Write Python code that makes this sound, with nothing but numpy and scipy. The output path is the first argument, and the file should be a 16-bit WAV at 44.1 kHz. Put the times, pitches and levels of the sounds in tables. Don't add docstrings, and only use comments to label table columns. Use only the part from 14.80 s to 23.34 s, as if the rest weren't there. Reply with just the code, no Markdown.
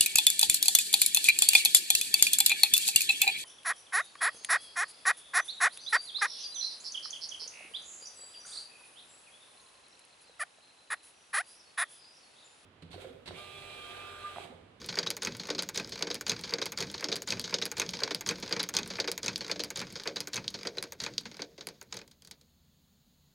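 import sys
import numpy as np
from scipy.fft import rfft, irfft, next_fast_len
from scipy.io import wavfile
from scipy.ndimage import uniform_filter1d

SR = 44100
rng = np.random.default_rng(int(sys.argv[2]) if len(sys.argv) > 2 else 0)


def transcribe(signal):
    frames = np.atleast_2d(signal).T
    limited = np.clip(frames, -1, 1)
    pcm = np.round(limited * 32767).astype(np.int16)
    wavfile.write(sys.argv[1], SR, pcm)


N = 376613

# angle [turns], table_db, bed_db, arm_db, linkage_db, small_parts_db [dB before softening and scatter],
# rattle_s [s to fade by 60 dB]
CONTACT_PARTS = [(0, -38.5, -24.5, -23, -10.5, -36.5, 0.012), (.085, -21, -15.5, -15, -7.5, -55, 0.017),
                 (0.149, -39, -16, -16, -10.5, -32.5, 0.066), (0.166, -32.5, -28, -24, -9.5, -47.5, 0.0066),
                 (0.228, -36, -29.5, -24.5, -12, -17.5, 0.002), (.352, -42, -27, -20, -16, -29, 0.011),
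                 (0.457, -42, -33.5, -18, -8.5, -37.5, 0.025), (0.515, -39, -26.5, -23, -8.5, -23.5, 0.011),
                 (0.555, -19.5, -22, -12.5, -5.5, -20.5, 0.0077), (.706, -33, -23, -41, 6, -11, 0.0017),
                 (.796, -25, -23.5, -21.5, -12.5, -41, 0.11), (.966, -21.5, -9.5, -9.5, -14.5, -31, 0.12),
                 (1, -22.5, -20, -17.5, -4, -8.5, 0.0088)]
FULL_SPEED = 2.091


def amp(db):
    return 10 ** (np.asarray(db) / 20)


def unit(x):
    return x / np.sqrt(np.mean(x ** 2, -1, keepdims=True) + 1e-20)


def filtered(x, response):
    size = next_fast_len(N + SR // 2)
    hz = np.fft.rfftfreq(size, 1 / SR)
    return irfft(rfft(x, size) * response(hz), size)[..., :N]


def hiss(spectrum):
    points_hz, points_db = np.transpose(spectrum)

    def gain(hz):
        return amp(np.interp(np.log(hz + 1), np.log(points_hz), points_db))

    return unit(filtered(rng.standard_normal(N), gain))


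def room():
    # pitch_hz [Hz], level_db [relative dB per Hz]
    room_colour = [(20, -18.5), (83, -0.5), (112, -21), (143, -1), (245, -9), (310, -20.5), (2300, -31),
                   (4300, -21), (5800, -34), (6700, -22.5), (7800, -35), (12500, -33.5), (14000, -29)]
    return amp(-66.5) * hiss(room_colour)


def shaft():
    # time_s [s], angle [turns]
    shaft_path = [(0, -.385), (.1878, 0), (.4419, .5), (.7033, 1), (.9689, 1.5), (1.2245, 2), (1.4889, 2.5),
                  (1.7398, 3), (1.9968, 3.5), (2.2416, 4), (2.4964, 4.5), (2.7412, 5), (2.99, 5.5),
                  (3.2343, 6), (3.4831, 6.5), (3.7241, 7), (3.959, 7.5), (4.2006, 8), (4.4522, 8.5),
                  (4.7145, 9), (4.9825, 9.5), (5.2743, 10), (5.4734, 10.352), (5.5335, 10.457),
                  (5.5759, 10.555), (5.7423, 10.796), (5.8714, 11), (5.9505, 11.085), (5.971, 11.149),
                  (6.0262, 11.228), (6.2019, 11.457), (6.2625, 11.555), (6.3807, 11.706), (6.4544, 11.796),
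                  (6.6205, 12), (6.7797, 12.149), (6.8075, 12.166), (6.8702, 12.228), (7.0132, 12.352),
                  (7.1242, 12.457), (7.1683, 12.515), (7.2155, 12.556)]
    return np.transpose(shaft_path)


def shaft_motion():
    times, turns = shaft()
    angle = np.interp(np.arange(N) / SR, times, turns)
    speed = abs(uniform_filter1d(np.gradient(angle) * SR, size=4000) / 2)
    return angle, speed


def treadle(angle, speed):
    # pitch_hz [Hz], level_db [relative dB per Hz]
    treadle_colour = [(20, -9.5), (120, 5.5), (350, 2.5), (900, -60.5)]
    load = amp(-61.5 + 8.8 * np.cos(2 * np.pi * (angle - .65))) * speed
    return load * hiss(treadle_colour)


def sliding(angle, speed):
    # angle [turns], level_db [dB before speed and the body shares]
    slide_levels = [(.16, -59), (.3, -53.5), (.42, -66.5), (.48, -38.5), (.53, -46.5), (.6, -51.5),
                    (.9, -54)]
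    rub = amp(np.interp(angle, *np.transpose(slide_levels), period=1)) * speed ** 1.6
    return rub * amp([[-8], [-8], [-10], [-4], [-20]])


def grains(size, depth_db):
    shared = rng.standard_normal(N)
    own = rng.standard_normal((5, N))
    return amp(depth_db * unit(uniform_filter1d(shared + own, size, axis=1)))


def passes(angle, reach):
    times, turns = shaft()
    turn = np.arange(np.ceil(turns[0] - angle), turns[-1] - angle)
    here = turn + angle
    before, after = np.clip([here - reach, here + reach], turns[0], turns[-1])
    speed = (after - before) / (np.interp(after, turns, times) - np.interp(before, turns, times))
    return turn, np.interp(here, turns, times), speed


def blows():
    # full_speed_db [dB],
    # halving_db [dB lost when the speed halves], scatter_db [dB]
    blow_forces = [(-11.3, 11.5, .5), (-24.5, 19.5, 3), (-23.5, 14, 2), (-16.5, 7, 2.5), (-11.5, 4.5, -0.1),
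                   (-19, 10.5, 1.5), (-24, 4.5, 2), (-17.5, 8, 4), (-19.5, 17.5, 2.5), (-27, 1, 2.5),
                   (-25, 7, 1), (-32.5, 5.5, 1.5)]
    # time_s [s], strength_db [dB]
    settling_blows = [(7.2775, -48.5), (7.3125, -45), (7.4212, -48.5), (7.4484, -45.5), (7.4732, -43.5),
                      (7.5113, -35.5), (7.6121, -52)]
    slack_part, slack_turn, slack_db = 1, 10, -13
    catch_part, catch_turns = 9, [4, 5, 8, 10, 11]
    jitter_s = .0007
    for k, (part, (full_db, halving_db, scatter_db)) in enumerate(zip(CONTACT_PARTS, blow_forces)):
        turn, times, speed = passes(part[0], reach=.25)
        strength_luck, time_luck = rng.standard_normal((2, len(times)))
        db = full_db + halving_db * np.log2(speed / FULL_SPEED) + scatter_db * strength_luck
        if k == slack_part:
            db = db + slack_db * (turn >= slack_turn)
        hit = np.isin(turn, catch_turns) | (k != catch_part)
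        yield (times + jitter_s * time_luck)[hit], db[hit], full_db
    times, db = np.transpose(settling_blows)
    yield times, db, np.median(db)


def part_contacts():
    # lists of pitch_hz [Hz], level_db [dB against the blow]
    part_rings = [
        [(4650, -6.5)],
        [],
        [(4900, -4.5)],
        [(3920, -6)],
        [(4870, -16), (10000, -18)],
        [(6600, -6), (13100, -13.5)],
        [(7020, -6.5)],
        [(6300, -4.5)],
        [(2520, -8)],
        [(4700, -2)],
        [(4435, -3.5)],
        [],
        [],
    ]
    # table, bed, arm, linkage, small parts [dB per dB of softness]
    softness_gain = np.array([0.23, 0.47, 0.11, 0.022, 0.1])
    rows = []
    for part, rings, (times, levels, usual_db) in zip(CONTACT_PARTS, part_rings, blows()):
        for when, db in zip(times, levels):
            drive_db = np.array(part[1:-1]) + np.multiply(softness_gain, usual_db - db)
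            rows.append((when, db, drive_db, part[-1], rings))
    return rows


def tick_contacts():
    # angle [turns], strength_db [dB at full speed before scatter],
    # small_parts_db [dB before scatter], pitch_hz [Hz before scatter]
    light_ticks = [(0.242, -23, -18, 4660), (0.363, -40, -2, 8350), (.482, -24, -19.5, 8970),
                   (0.533, -24, -29, 7500), (0.65, -30, -38.5, 4860), (.706, -31.5, -25, 5200),
                   (0.741, -36.5, -6.5, 9500), (0.826, -48, -31.5, 7450), (.87, -27, -31.5, 4000),
                   (0.906, -28, -39, 4740), (0.935, -29, -19.5, 4900)]
    tick_drives = [-29.5, -22.5, -17.5, -9]
    rows = []
    for angle, db, small_db, hz in light_ticks:
        _, times, speeds = passes(angle, reach=.05)
        luck = rng.standard_normal((len(times), 2))
        for when, speed, (time_luck, strength_luck) in zip(times, speeds, luck):
            soft_db = db + 26 * np.log10(speed / FULL_SPEED) + 1.28 * strength_luck
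            drive_db = [*tick_drives, small_db]
            rows.append((abs(when + .001 * time_luck), soft_db, drive_db, .009, [(hz, -11)]))
    return rows


def ring_note(hz, t):
    cycles = hz * rng.normal(1, 0.014) * t
    fade = amp(-60 * cycles / 40) + 0.25 * amp(-60 * cycles / 220)
    return fade * np.sin(2 * np.pi * cycles)


def strike():
    # push_db [dB], after_ring_s [s to fade by 60 dB], after_ring_db [dB before the build-up]
    body_linger = [(22.46, 0.47, -8.5), (20.1, 0.26, -6), (13.3, 0.12, -5), (7.9, 0.092, -11),
                   (8, 0.041, -6.5)]
    t = np.arange(SR // 4) / SR
    push, shake_power = np.zeros((2, 5, N + SR))
    notes = np.zeros(N + SR)
    push_db, after_s, after_db = np.transpose(body_linger)[..., None]
    build_up = 1 - np.exp(-t / 0.00095)
    after_ring = amp(after_db - 60 * t / after_s) * build_up
    for when, db, drive_db, rattle_s, rings in part_contacts() + tick_contacts():
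        start = round(when * SR)
        stop = start + len(t)
        drive = amp(db + np.array(drive_db) + rng.normal(0, 1.66, size=5))
        push[:, start] += drive
        held = min(1, rattle_s / 0.0046)
        envelope = amp(-60 * t / rattle_s) + held * after_ring
        shake_power[:, start:stop] += (drive[:, None] * envelope) ** 2
        for hz, ring_db in rings:
            notes[start:stop] += amp(db + ring_db + rng.normal(0, 2)) * ring_note(hz, t)
    return amp(push_db) * push[:, :N], shake_power[:, :N], notes[:N]


def modes(hz, body):
    response = 0
    for k, (center, width, db) in enumerate(body):
        damping = 1j * hz * width
        response = response + (-1) ** k * amp(db) * damping / (center ** 2 - hz ** 2 + damping)
    u = hz / (1.174 * body[-1][0])
    response = response / (1 - u * u + 1j * np.sqrt(2) * u) ** 2
    return response / np.sqrt(np.mean(abs(response) ** 2))


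def machine():
    # lists of
    # pitch_hz [Hz], width_hz [Hz], level_db [dB before the body is scaled]
    body_modes = [
        [(112.3, 18, -6), (181.7, 23, 1.5), (241, 16, 1)],
        [(297, 14, -1), (385, 44, -2.5), (469.8, 33, 2), (558.6, 48, -2.5), (694, 98, -7.5)],
        [(856, 143, -3), (1174, 1020, -7), (1490, 206, -0.5), (2305, 490, -3)],
        [(3256, 560, -3), (3886, 417, 2.5), (4250, 130, 4), (4560, 360, 5.5), (5160, 1620, 0), (6625, 240, 3),
         (7300, 1400, -21)],
        [(8000, 5600, 10), (13200, 3000, -32)],
    ]
    angle, speed = shaft_motion()
    push, shake_power, notes = strike()
    rub = sliding(angle, speed)
    chatter = grains(size=60, depth_db=2.5)
    shaking = np.sqrt(shake_power + rub ** 2) * chatter * rng.standard_normal((5, N))
    bodies = filtered(push + shaking, lambda hz: np.array([modes(hz, body) for body in body_modes]))
    return bodies.sum(0) + notes + treadle(angle, speed)


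def scene():
    mono = room() + machine()
    return np.array([mono, mono])


def record(dry):
    return filtered(dry, lambda hz: hz < 16000)


dry = scene()
out = record(dry)
transcribe(out)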